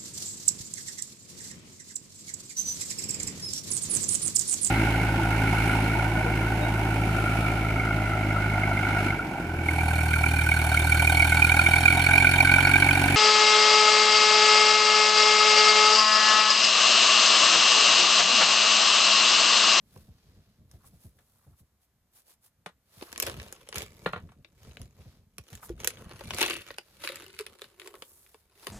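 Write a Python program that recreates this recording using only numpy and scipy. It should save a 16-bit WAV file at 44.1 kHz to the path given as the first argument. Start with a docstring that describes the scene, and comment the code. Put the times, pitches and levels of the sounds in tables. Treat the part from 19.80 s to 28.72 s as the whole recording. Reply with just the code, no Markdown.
"""A plastic snack pouch is handled close to a hand-held camera in a small quiet room, over low rumble and soft bumps.
First fingers slide on it and single creases snap, each with a faint hollow ring; drags and the first knocks follow.
Then the pouch is squeezed, which sets off swarms of tiny creases, and things knock hard on the wooden table.
A dull thud of gripping comes before the seal rips open in a run of quick plucks of the tight film. At last the mouth
of the open pouch colours the creases and its air rings louder, with one more bump, squeeze and loud snap at the end."""
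import sys
import numpy as np
from scipy import signal
from scipy.fft import rfft, irfft, next_fast_len
from scipy.io import wavfile
from scipy.ndimage import uniform_filter1d

SR = 44100
rng = np.random.default_rng(int(sys.argv[2]) if len(sys.argv) > 2 else 0)


def master(y):
    """Save y as 16-bit WAV."""
    cut = np.clip(np.atleast_2d(y).T, -1, 1)
    pcm = np.round(cut * 32767)  # scale
    wavfile.write(sys.argv[1], SR, pcm.astype(np.int16))


N = 393372
TIME = np.arange(N) / SR  # [s]

# background noise of the room: (frequency [Hz], level [dB])
QUIET_SPECTRUM = [(15, -33), (25, -24), (64, -5.5), (123, -22), (1790, -30.5), (2690, -34.5), (10700, -36),
                  (13600, -25.5), (16000, -62.5)]
QUIET_DB = -75
# rumble as the hand on the camera tightens and relaxes: (time [s], level before a 4.5 dB lift [dB])
GRIP_RUMBLE = [(0.0, -62.5), (0.79, -63), (1.94, -83.5), (3.13, -82), (3.35, -65.5), (3.55, -50.5),
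               (3.82, -70), (4.37, -55), (4.65, -70.5), (5.09, -59.5), (5.69, -74), (5.96, -56.5),
               (6.06, -56), (6.61, -56.5), (6.98, -74.5), (7.55, -67.5), (8.37, -83.5), (8.92, -72)]
# colour of the handling rumble: (frequency [Hz], level [dB])
RUMBLE_SPECTRUM = [(15, -40.5), (25, -12), (91, -1), (174, -8.5), (214, -8), (303, -20), (700, -28),
                   (1100, -91)]
# soft bumps of handling: (time [s], peak level before a 1.5 dB lift [dB])
BUMPS = [(0.16, -50), (0.279, -49.5), (0.934, -48.5), (1.129, -53), (1.244, -47.5), (1.351, -60.5),
         (1.664, -50.5), (1.706, -57), (1.803, -59), (3.169, -53.5), (3.431, -44), (3.472, -44.5),
         (3.57, -42.5), (3.958, -40.5), (4.02, -46), (4.81, -55.5), (4.87, -46), (4.995, -41.5),
         (5.188, -50), (5.254, -47), (5.582, -47), (5.721, -45), (8.883, -47.5)]
# fingers sliding on the film: (middle of stroke [s], length [s], hiss level [dB], rub level [dB])
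STROKES = [(0.176, 0.2, -63.5, -67), (0.5, 0.6, -74.5, -71), (0.942, 0.087, -68.5, -70.5),
           (1.071, 0.04, -55, -68), (1.122, 0.4, -69.5, -74.5), (1.244, 0.1, -60.5, -70.5),
           (1.545, 0.5, -70, -78), (1.795, 0.046, -64.5, -75), (2.035, 0.049, -68.5, -77.5),
           (2.378, 0.082, -58, -66.5), (2.501, 0.077, -57.5, -65), (2.656, 0.058, -59, -69.5),
           (3.235, 0.22, -56, -59), (4.86, 0.15, -68, -65), (5.277, 0.24, -69, -66.5),
           (5.849, 0.052, -47.5, -60.5), (7.135, 0.24, -66, -66.5), (8.315, 0.35, -57, -73),
           (8.494, 0.3, -65.5, -71), (8.848, 0.14, -55.5, -59)]
# colour of fingers on film: (frequency [Hz], level [dB])
RUB_SPECTRUM = [(240, -7.5), (400, -10.5), (2930, -16), (10500, -1), (11900, 2.5), (13300, 4.5),
                (16000, -8)]
# single creases, loud and faint, and a soft low knock at 0.161 s: (time [s], strength [dB], low body over
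# strength [dB],
SNAPS = [(0.161, -62.5, 10.5, -3), (0.1756, -65, 6, 5.5), (0.9134, -64.5, -31, 10), (3.2113, -48, -10, -24),
         (3.2924, -56.5, -6, -12.5), (3.318, -51.5, -10.5, 2), (3.3275, -42, -5.5, 2),
         (3.36, -40, -20, -10.5), (3.3778, -44, -1.5, 9.5), (3.4002, -32.5, -14.5, 11.5),
         (3.423, -43.5, 2.5, 13.5), (3.426, -30.5, -12.5, 6), (3.436, -40, -3.5, -5.5),
         (3.4663, -37, 0, 5.5), (3.4714, -35, -4, -7), (3.6294, -51.5, -2, 3), (3.599, -41, -16, -18),
         (3.7254, -47.5, -3, 9.5), (3.8727, -54.5, -16.5, -14), (3.8886, -46, 0, 4),
         (3.9264, -38, -11.5, -14), (3.944, -50, 4.5, 7), (3.9576, -34.5, -14, 1.5), (3.962, -40.5, -6, 1),
         (3.973, -37.5, -9, -9), (3.9823, -39, -3.5, 8.5), (4.0271, -49.5, 5.5, 7),
         (4.6465, -48.5, -12, -27), (4.832, -67, -10, 8), (4.849, -58, 0, -6), (4.912, -56, -2, -11),
         (4.9508, -67, 3, -1), (4.9699, -43.5, -8.5, -11), (5.016, -53, -16, 7), (5.5824, -41.5, -7.5, 2),
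         (5.6866, -58.5, -10, 0), (5.7337, -52, -6, -21), (5.7525, -51.5, -22, 9), (6.0454, -32.5, -7.5, 6),
         (6.074, -28.5, -9, 10), (6.105, -42, -33, -20), (6.1712, -50.5, -15, -16), (6.3123, -54, 9.5, -15),
         (6.3626, -61, -7, -16), (6.4082, -46, 5, -8), (6.4823, -55.5, -2.5, -22.5), (6.5069, -31, -5, -11),
         (6.5355, -36.5, -4, -7), (6.546, -43, 1, 7.5), (6.5849, -32.5, -3, 1), (6.601, -34.5, -11, -8),
         (6.6129, -29, -16, 2.5), (6.6273, -25, -19.5, -8), (6.6392, -29, -7.5, -16),
         (6.6834, -33, -11.5, -24), (6.7076, -27.5, -19, -29), (6.905, -40, -2.5, -22),
         (6.9836, -34.5, -7.5, -5.5), (7.238, -34.5, -4.5, -17), (7.248, -35, -11, -18),
         (7.2744, -28.5, -31, -7.5), (7.289, -34, -9.5, -9), (7.298, -45.5, 6.5, -20),
         (7.3688, -47, -9, -8), (7.428, -55, 8.5, -23), (7.3574, -41.5, -26, 4), (7.4639, -48, -5, -0.5),
         (7.5899, -34.5, -14.5, -0.5), (7.598, -41.5, 0.5, -6), (7.6089, -43.5, -3, 1.5),
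         (7.665, -40, -9, -1), (7.794, -54.5, -14, -4), (7.818, -40, -0.5, -3), (7.842, -47, -10, -17),
         (7.998, -42.5, -18, -4), (8.0169, -44.5, -8, -10), (8.059, -53, 6.5, -10), (8.0743, -43.5, -1, 1),
         (8.1404, -51.5, 10, -4), (8.153, -53, 4.5, 1), (8.222, -39.5, -2, -6), (8.4636, -58, -12, -11),
         (8.544, -55.5, 8.5, -3), (8.8691, -34, 0.5, 0.5)]
# common colour of the stiff film: (frequency [Hz], level [dB])
FILM_SPECTRUM = [(150, -22), (250, -3), (528, -2), (760, -10), (1150, -4.5), (2490, -2.5), (7570, -12.5),
                 (8700, -14), (9830, -11.5), (11900, -10), (13900, -8), (16000, -24)]
# body, crackle and fizz of a crease: (lower edge [Hz], upper edge [Hz])
CREASE_BANDS = [(280, 1000), (1000, 5000), (5000, 16000)]
# where the pouch is: (time [s], lead of the right microphone, negative if the left leads [ms])
PLACE = [(0, 0.072), (4.0, 0.064), (6.6, 0.037), (7.2, -0.037)]
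# air in the pouch: (time [s], lower resonance [Hz], its strength [dB], strength of the upper resonance [dB])
HOLLOW = [(6.62, 360, -13, -6), (6.76, 352, 4.5, 3), (6.95, 343, -11, 0.5), (7.28, 337, 5, 10),
          (7.44, 350, 11, 1), (7.6, 416, 15, -6), (7.8, 362, 0.5, -4), (8.07, 378, 12, -5),
          (8.22, 387, -11, -5), (8.55, 400, 5, -11.5), (8.9, 383, -11.5, -14)]
UPPER_HOLLOW_HZ = 549  # the upper resonance stays put
# fingertips dragging with more pressure: (middle of drag [s], length [s], level [dB])
DRAGS = [(1.044, 0.066, -66.5), (1.66, 0.27, -76.5), (3.288, 0.037, -58), (5.835, 0.1, -57.5),
         (6.34, 0.39, -62.5)]
# colour of a pressed drag: (frequency [Hz], level [dB])
DRAG_SPECTRUM = [(200, -21), (550, -9), (1200, 1.5), (2600, -17.5), (6000, -39.5)]
# hard things knocking on the table: (time [s], clack level before a 2 dB cut [dB], tick level [dB], contact time [s])
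KNOCKS = [(1.386, -61.5, -68.5, 0.0048), (2.8615, -34, -48, 0.00088), (4.2602, -20.5, -52.5, 0.0018),
          (4.3319, -26.5, -59, 0.0026), (4.36, -36, -72, 0.0025), (4.376, -43, -80, 0.0037),
          (4.4891, -54.5, -75, 0.0047), (4.518, -55, -69, 0.0025)]
# colour of the woody clack: (frequency [Hz], level [dB])
WOOD_SPECTRUM = [(120, -28.5), (200, -9.5), (449, -5.5), (612, -3), (749, -5), (1220, -2.5), (2450, -12.5),
                 (3340, -15.5), (4200, -14.5), (5000, -32.5), (6500, -51), (11000, -120)]
# modes of the table top: (frequency [Hz], relative level [dB], time to fall 60 dB [s])
TABLE_MODES = [(173.3, 6, 0.071), (465, -7, 0.052), (593, -3.5, 0.066), (834, -1, 0.049), (1218, 3.5, 0.07),
               (1408, -2, 0.077), (1910, -5.5, 0.081)]
SETTLE_S = 0.00302  # from the first contact of an edge to the full weight of the blow
# squeezes and pulls: (greatest force [s], rise [s], fade [s], strength [dB],
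#                      low body over strength [dB], brightness over strength [dB])
SQUEEZES = [(3.227, 0.017, 0.016, -45, 6.5, -5), (3.476, 0.12, 0.12, -39, 0, -3),
            (3.6, 0.28, 0.57, -53.5, -1, -1.5), (3.968, 0.038, 0.11, -39, -6, -4),
            (4.023, 0.09, 0.052, -42, -4, -2.5), (4.262, 0.54, 0.28, -60.5, 1, 1.5),
            (4.875, 0.24, 0.39, -64.5, 0, 1.5), (5.02, 0.038, 0.081, -59, 0.5, 1),
            (5.209, 0.11, 0.083, -65.5, 2.5, -0.5), (5.73, 0.14, 0.18, -56.5, -2.5, 2),
            (5.896, 0.029, 0.052, -54.5, 0, -0.5), (5.999, 0.024, 0.34, -48.5, -1.5, -2.5),
            (6.216, 0.058, 0.033, -56, 7, 0.5), (6.319, 0.059, 0.032, -50, 0.5, -10),
            (6.41, 0.18, 0.15, -56.5, -0.5, -2.5), (6.618, 0.081, 0.12, -29, -7, -2),
            (6.715, 0.36, 0.13, -37.5, -8, -1.5), (6.9, 0.25, 0.14, -50, -9.5, -5),
            (7.245, 0.057, 0.14, -40.5, -5.5, 0.5), (7.3, 0.048, 0.27, -44.5, -4, -9),
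            (7.42, 0.34, 0.22, -53.5, 0, 0.5), (7.601, 0.16, 0.08, -49.5, -13, -1.5),
            (7.73, 0.22, 0.095, -61.5, 6.5, 0), (7.83, 0.19, 0.19, -58.5, 1, 1.5),
            (8.061, 0.16, 0.13, -57, 3, 3), (8.149, 0.41, 0.37, -67.5, 11.5, -21),
            (8.888, 0.2, 0.49, -54, 2.5, 0)]
SQUEEZE_RANGE_DB = 23  # gained over a squeeze's rise and lost over its fade
SQUEEZE_BEND = 0.82  # below 1 the level falls fastest right beside the peak
# dull thud of the pouch being gripped: (time [s], peak level [dB])
THUD = (5.899, -31.5)
# modes of that thud: (frequency [Hz], relative level [dB], time to fall 60 dB [s])
THUD_MODES = [(54.6, 2.1, 0.43), (348, 9.4, 0.089), (493, 3.9, 0.042)]
# the seal ripping open: (time [s], level [dB])
RIP = [(6.58, -53), (6.62, -27.5), (6.66, -39.5), (6.71, -41), (6.75, -43), (6.83, -59.5)]
# modes of the tight film: (frequency [Hz], relative level [dB], time to fall 60 dB [s])
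TAUT_MODES = [(335, -5, .03), (1950, 3, 0.005), (2680, 12, 0.006), (3540, 4, .005)]
OPEN_S = 7.1  # from here on the mouth of the pouch stands open
# colour given by the open mouth: (frequency [Hz], gain [dB])
MOUTH_SPECTRUM = [(210, -6.5), (550, -4.5), (730, -7.5), (1320, -1), (4830, 0.5), (5500, -3), (6400, -4),
                  (8000, -1)]
# how alike noise is at the two microphones: (frequency [Hz], left-right likeness [0 to 1])
LIKENESS = [(400, 1), (1300, 0.66), (3000, 0.18), (7000, 0.3), (10000, 0.96), (14000, 0.99)]
# how fast the room's reflections die: (frequency [Hz], time to fall 60 dB [s])
ROOM_DECAY = [(150, 0.1), (1000, 0.052), (4000, 0.12), (14000, 0.062)]
WALL_S, WALL_DB = 0.027, -10.5  # echo of the nearest wall: delay, level against the diffuse reflections
# uneven treble of the microphones: (frequency [Hz], gain [dB])
MICROPHONE_SPECTRUM = [(7400, 0.5), (8400, 3.5), (9600, 2), (11000, -2), (13300, -4), (16000, -6)]
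# the two microphone ports: (frequency [Hz], lag of the left [cycles])
PORT_LAG = [(0, .045), (3800, .08), (5400, .5), (6500, .88), (7200, 1), (8550, 1.5), (16800, 4)]
# the two microphone ports: (frequency [Hz], left minus right [dB])
PORT_BALANCE = [(1200, 0), (2800, 1), (4500, 2), (6000, -4.5), (7500, -0.5)]
EDGE_HZ = 16500  # upper limit of the finished sound


def amp(db):
    """Turns decibels into a plain gain."""
    return 10 ** (np.asarray(db) / 20)


def unit(x):
    """Scales to an rms (average strength) of 1."""
    return x / np.sqrt(np.mean(x ** 2) + 1e-20)


def smooth_power(x, size):
    """Power averaged over both channels and over a moving window of samples."""
    return uniform_filter1d((x ** 2).mean(0), size, mode="constant")


def peaked(x, size=176):
    """Scales the loudest 4 ms to rms 1."""
    return x / np.sqrt(smooth_power(x, size).max() + 1e-20)


def read(points, hz):
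    """Reads a spectrum, joining its points on a logarithmic frequency axis."""
    f, value = np.transpose(points)
    return np.interp(np.log(hz + 1), np.log(f + 1), value)


def track(rows, t, axis=1):
    """Reads one column of a control curve at times t."""
    rows = np.asarray(rows)
    return np.interp(t, rows[:, 0], rows[:, axis])


def add(mix, s, sound):
    """Mixes a stereo sound in at time s."""
    part = mix[:, max(round(s * SR), 0):][:, :sound.shape[1]]
    part += sound[:, :part.shape[1]]


def colour(x, points, size=2048):
    """Filters to the given spectrum without sounding ahead of its input (minimum phase)."""
    gain_db = np.maximum(read(points, abs(np.fft.fftfreq(size, 1 / SR))), -100)
    log_gain = np.log(amp(gain_db))
    taps = np.fft.ifft(np.exp(np.conj(signal.hilbert(log_gain)))).real
    return signal.oaconvolve(x, taps[None, :size // 2], axes=1)[:, :x.shape[1]]


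def band(x, edges):
    """Keeps only the frequencies between two edges."""
    return signal.sosfilt(signal.butter(3, edges, "band", fs=SR, output="sos"), x)


def pair(size, lead_ms=0):
    """Noise at two microphones: partly alike, and below the treble earlier on the side of the source."""
    a, b = rfft(rng.standard_normal((2, size)))
    hz = np.fft.rfftfreq(size, 1 / SR)
    same = np.clip(read(LIKENESS, hz), 0, 1)
    delay_s = lead_ms / 1000 * np.exp(-(hz / 5500) ** 4)
    left = same * a + np.sqrt(1 - same ** 2) * b
    left = left * np.exp(-2j * np.pi * hz * delay_s)
    return irfft(np.array([left, a]), size)


def burst(lead_ms, rise_s, crack_s, ring_s, ring_db, size=4096):
    """A sharp crack of noise followed by the brief ring of many crowded modes."""
    t = np.arange(size) / SR
    onset = 1 - np.exp(-(t / rise_s) ** 2)
    decay = np.exp(-t / crack_s) + amp(ring_db) * np.exp(-t / ring_s)
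    return pair(size, lead_ms) * onset * decay


def ring(modes, rise_s, size=16384):
    """Fading tones, all set going by one blow."""
    t = np.arange(size) / SR
    sound = np.zeros(size)
    for hz, db, t60 in modes:
        sound += amp(db - 60 * t / t60) * np.sin(2 * np.pi * (hz * t + rng.random()))
    onset = 1 - np.exp(-t / rise_s)
    return peaked((sound * onset)[None]) * np.ones((2, 1))


def quiet_room():
    """Steady faint noise is the background of the room."""
    return amp(QUIET_DB) * unit(colour(pair(N), QUIET_SPECTRUM, size=8192))


def bump(start_hz, end_hz, fall_s, swell_s, rough, size=6500):
    """A dull uneven bump: a tone sliding down in pitch, because higher waves arrive a little earlier."""
    t = np.arange(size) / SR
    first_hz = start_hz * rng.uniform(0.78, 1.4)  # each bump differs
    hz = end_hz + (first_hz - end_hz) * np.exp(-t / fall_s)
    tone = np.sin(2 * np.pi * np.cumsum(hz) / SR)
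    wave = tone + rough * unit(colour(pair(size), RUMBLE_SPECTRUM))
    return peaked(wave * (t / swell_s) ** 2 * np.exp(-t / swell_s))


def handling():
    """Lumpy rumble of the grip with separate bumps, each begun by the soft pat of skin."""
    lumps = amp(3.8 * unit(uniform_filter1d(rng.standard_normal(N), size=2400)))
    rumble = unit(colour(pair(N), RUMBLE_SPECTRUM, size=8192) * lumps)
    out = rumble * amp(track(GRIP_RUMBLE, TIME) + 4.5)
    for s, db in BUMPS:
        pat = peaked(band(burst(0, rise_s=0.013, crack_s=0.0061, ring_s=0.011, ring_db=-14), (250, 800)))
        thump = bump(start_hz=263.8, end_hz=59, fall_s=0.0125, swell_s=0.0098, rough=0.4)
        add(out, s - 0.004, amp(db - 16) * pat)
        add(out, s - 0.002, amp(db + 1.5) * thump)
    return out


def stroke(middle_s, length_s):
    """A finger speeds up and slows down again in one smooth bell."""
    return np.exp(-np.minimum((2 * (TIME - middle_s) / length_s) ** 2, 20))


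def slide():
    """Fingers brush the smooth film in short soft strokes: grainy noise split into rub and hiss."""
    grain = amp(1.8 * unit(uniform_filter1d(rng.standard_normal(N), size=150)))
    friction = colour(pair(N, track(PLACE, 0)) * grain, RUB_SPECTRUM)
    power = np.zeros((2, N))
    for s, length_s, hiss_db, rub_db in STROKES:
        power += np.outer(amp([hiss_db, rub_db]), stroke(s, length_s)) ** 2
    hiss_level, rub_level = np.sqrt(power)
    rub = unit(band(friction, (400, 4500)))
    hiss = unit(band(friction, (4500, 16000)))
    return rub * rub_level + hiss * hiss_level


def facet(uneven_db, count=44):
    """The spectrum of one facet of film: the common colour with resonances of its own."""
    hz = np.geomspace(300, 16000, count)
    return np.transpose([hz, read(FILM_SPECTRUM, hz) + uneven_db * rng.standard_normal(count)])


def snaps():
    """A crease buckles; the slow waves of the film ring longer than the fast ones."""
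    out = np.zeros((2, N))
    # body, crackle, fizz: (rise [s], crack decay [s], ring decay [s], ring level [dB])
    shapes = [(0.0007, 0.003, 0.012, -13), (0.0008, 0.0008, 0.0065, -20), (0.0006, 0.0006, 0.004, -19)]
    for s, db, weight_db, bright_db in SNAPS:
        lead_ms, film = track(PLACE, s), facet(uneven_db=3.2)
        body, crackle, fizz = [peaked(band(colour(burst(lead_ms, *shape), film), edges))
                               for shape, edges in zip(shapes, CREASE_BANDS)]
        add(out, s - 0.0004, amp(db) * (amp(weight_db) * body + crackle + amp(bright_db) * fizz))
    return out


def resonate(x, hz, width_hz):
    """A resonance of gain 1 whose pitch may move: shift it to 0 Hz, smooth, shift back."""
    turn = np.exp(2j * np.pi * np.cumsum(hz * np.ones(N)) / SR)
    r = np.exp(-np.pi * width_hz / SR)
    return 2 * (turn * signal.lfilter([1 - r], [1, -r], x / turn)).real


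def hollow(x, width_hz):
    """Air in the pouch rings at two pitches; the lower follows its shape, the grip sets which is stronger."""
    hz = track(HOLLOW, TIME)
    # each resonance is passed twice to make it steeper
    lower = resonate(resonate(x, hz, width_hz), hz, width_hz)
    upper = resonate(resonate(x, UPPER_HOLLOW_HZ, width_hz), UPPER_HOLLOW_HZ, width_hz)
    return lower * amp(track(HOLLOW, TIME, axis=2)) + upper * amp(track(HOLLOW, TIME, axis=3))


def drags():
    """Skin pressed on the film gives a soft, hollow rub of very grainy noise."""
    grain = amp(5.3 * unit(uniform_filter1d(rng.standard_normal(N), size=300)))
    level = np.sqrt(sum(amp(db) ** 2 * stroke(s, length_s) ** 2 for s, length_s, db in DRAGS))
    return unit(colour(pair(N) * grain, DRAG_SPECTRUM)) * level


def knocks():
    """A blow on wood: a clack, the tick of contact, a crowded after-ring and the modes of the table top."""
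    out = np.zeros((2, N))
    for s, clack_db, tick_db, contact_s in KNOCKS:
        clack = burst(0.04, contact_s, crack_s=0.0025, ring_s=0.018, ring_db=-20)
        clack = peaked(band(colour(clack, WOOD_SPECTRUM), (220, 4300)))
        tick = burst(0.036, contact_s, crack_s=0.0034, ring_s=0.021, ring_db=-22)
        tick = peaked(band(tick, (3500, 13000)))
        after = peaked(band(burst(0, contact_s, crack_s=0.022, ring_s=0.022, ring_db=0), (950, 1900)))
        add(out, s - 0.0012, amp(clack_db - 2) * clack + amp(tick_db) * tick + amp(clack_db - 21) * after)
        # the factor 1.31 makes soft blows move the table top far less than hard ones
        add(out, s + SETTLE_S, amp(1.31 * clack_db - 2.2) * ring(TABLE_MODES, rise_s=0.0011))
    return out


def squeeze(peak_s, rise_s, fade_s):
    """Force builds up to a peak, then the film settles."""
    before = (peak_s - TIME) / max(rise_s, 0.01)
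    after = (TIME - peak_s) / max(fade_s, 0.01)
    away = np.minimum(np.maximum(before, after), 10)
    return amp(-SQUEEZE_RANGE_DB * away ** SQUEEZE_BEND)


def swarm(per_s, spread_db, scrape_db, count=36, size=2200):
    """Tiny creases of very unequal size, each on a facet with its own ring, over a fine scrape."""
    creases, scrape = np.zeros((2, 2, N))
    for part in np.array_split(np.arange(N), count):
        start, lead_ms = TIME[part[0]], track(PLACE, TIME[part].mean())
        add(scrape, start, pair(len(part), lead_ms))
        for spot in range(6):  # six facets per stretch of time, each with its own creases
            sizes = amp(spread_db * np.minimum(rng.exponential(1, len(part)), 3))
            clicks = sizes * (rng.random(len(part)) < per_s / 6 / SR)
            grain = burst(lead_ms, rise_s=0.0003, crack_s=0.0004, ring_s=0.004, ring_db=-20, size=1024)
            grain = unit(colour(grain, facet(uneven_db=5)))
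            add(creases, start, signal.fftconvolve(clicks[None], grain, axes=1))
    out = unit(creases) + amp(scrape_db) * unit(colour(scrape, FILM_SPECTRUM))
    layers = [band(out, edges) for edges in CREASE_BANDS]
    # even out slow changes of level, so that the squeezes shape it
    return [x / np.sqrt(uniform_filter1d((x ** 2).mean(0), size) + 1e-12) for x in layers]


def crinkle():
    """The swarm of creases swells with every squeeze as the pouch is kneaded, torn and spread."""
    power = np.zeros((3, N))
    for peak_s, rise_s, fade_s, db, weight_db, bright_db in SQUEEZES:
        band_power = amp([db + weight_db, db, db + bright_db]) ** 2
        power += np.outer(band_power, squeeze(peak_s, rise_s, fade_s) ** 2)
    body, crackle, fizz = swarm(per_s=400, spread_db=6, scrape_db=-7, size=3000)
    level = np.sqrt(power)
    return body * level[0] + crackle * level[1] + fizz * level[2]


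def thud():
    """Gripping the pouch gives one padded blow of three low fading tones."""
    out = np.zeros((2, N))
    add(out, THUD[0], amp(THUD[1]) * ring(THUD_MODES, rise_s=0.0016))
    return out


def rip(slips_per_s, spread_db, left_db, left_lag=3):
    """The seal lets go in quick uneven slips, each plucking the tight film."""
    slips = amp(spread_db * rng.standard_normal(N)) * (rng.random(N) < slips_per_s / SR)
    pluck = ring(TAUT_MODES, rise_s=0.00019, size=1024)
    sound = signal.oaconvolve(slips[None], pluck, axes=1)[:, :N]
    sound = sound / np.sqrt(uniform_filter1d(sound[0] ** 2, size=1500) + 1e-9)
    sound = sound * amp(track(RIP, TIME)) * (TIME > RIP[0][0]) * (TIME < RIP[-1][0])
    # later (by left_lag samples) but stronger on the left
    return np.array([amp(left_db) * np.roll(sound[0], left_lag), sound[1]])


def opened(x):
    """Once torn open, the mouth of the pouch colours every crease."""
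    gape = np.clip((TIME - OPEN_S) / 0.05, 0, 1)
    return x * (1 - gape) + colour(x, MOUTH_SPECTRUM) * gape


def room(x, size=16384):
    """Diffuse reflections that die at a rate set by pitch, and a second cluster from the nearest wall."""
    hz, t, z = signal.stft(pair(size), SR, nperseg=256)
    decay = amp(-60 * t / read(ROOM_DECAY, hz)[:, None])
    tail = signal.istft(z * decay, SR, nperseg=256)[1]
    t = np.arange(tail.shape[1]) / SR
    tail = tail * np.minimum(t / 0.004, 1)
    wall = pair(len(t)) * np.exp(-t / 0.0057)
    add(tail, WALL_S, amp(WALL_DB) * wall * np.linalg.norm(tail) / np.linalg.norm(wall))
    return signal.fftconvolve(x, tail / np.linalg.norm(tail[0]), axes=1)[:, :N]


def scene():
    """Pouch, table and hands in the quiet room."""
    pouch = opened(snaps() + crinkle()) + rip(slips_per_s=230, spread_db=1.5, left_db=4)
    pouch = pouch + hollow(pouch, width_hz=85)
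    blows = knocks() + thud()
    reflections = room(amp(-12) * pouch + amp(-8) * blows)
    hands = handling() + slide() + drags()
    return quiet_room() + hands + pouch + blows + reflections


def ports(x):
    """The left port lags the right by more cycles toward the treble, and each has its own colour."""
    size = next_fast_len(N + SR)
    hz = np.fft.rfftfreq(size, 1 / SR)
    lean = amp(read(PORT_BALANCE, hz) / 2)
    left = lean * np.exp(-2j * np.pi * track(PORT_LAG, hz))
    return irfft(rfft(x, size) * np.array([left, 1 / lean]), size)[:, :N]


def record(dry):
    """The uneven treble of small microphone ports, then the band limit."""
    heard = ports(colour(dry, MICROPHONE_SPECTRUM))
    limit = signal.firwin(511, EDGE_HZ, window=("kaiser", 9), fs=SR)
    return signal.oaconvolve(heard, limit[None], "same", axes=1)


dry = scene()
out = record(dry)
master(out)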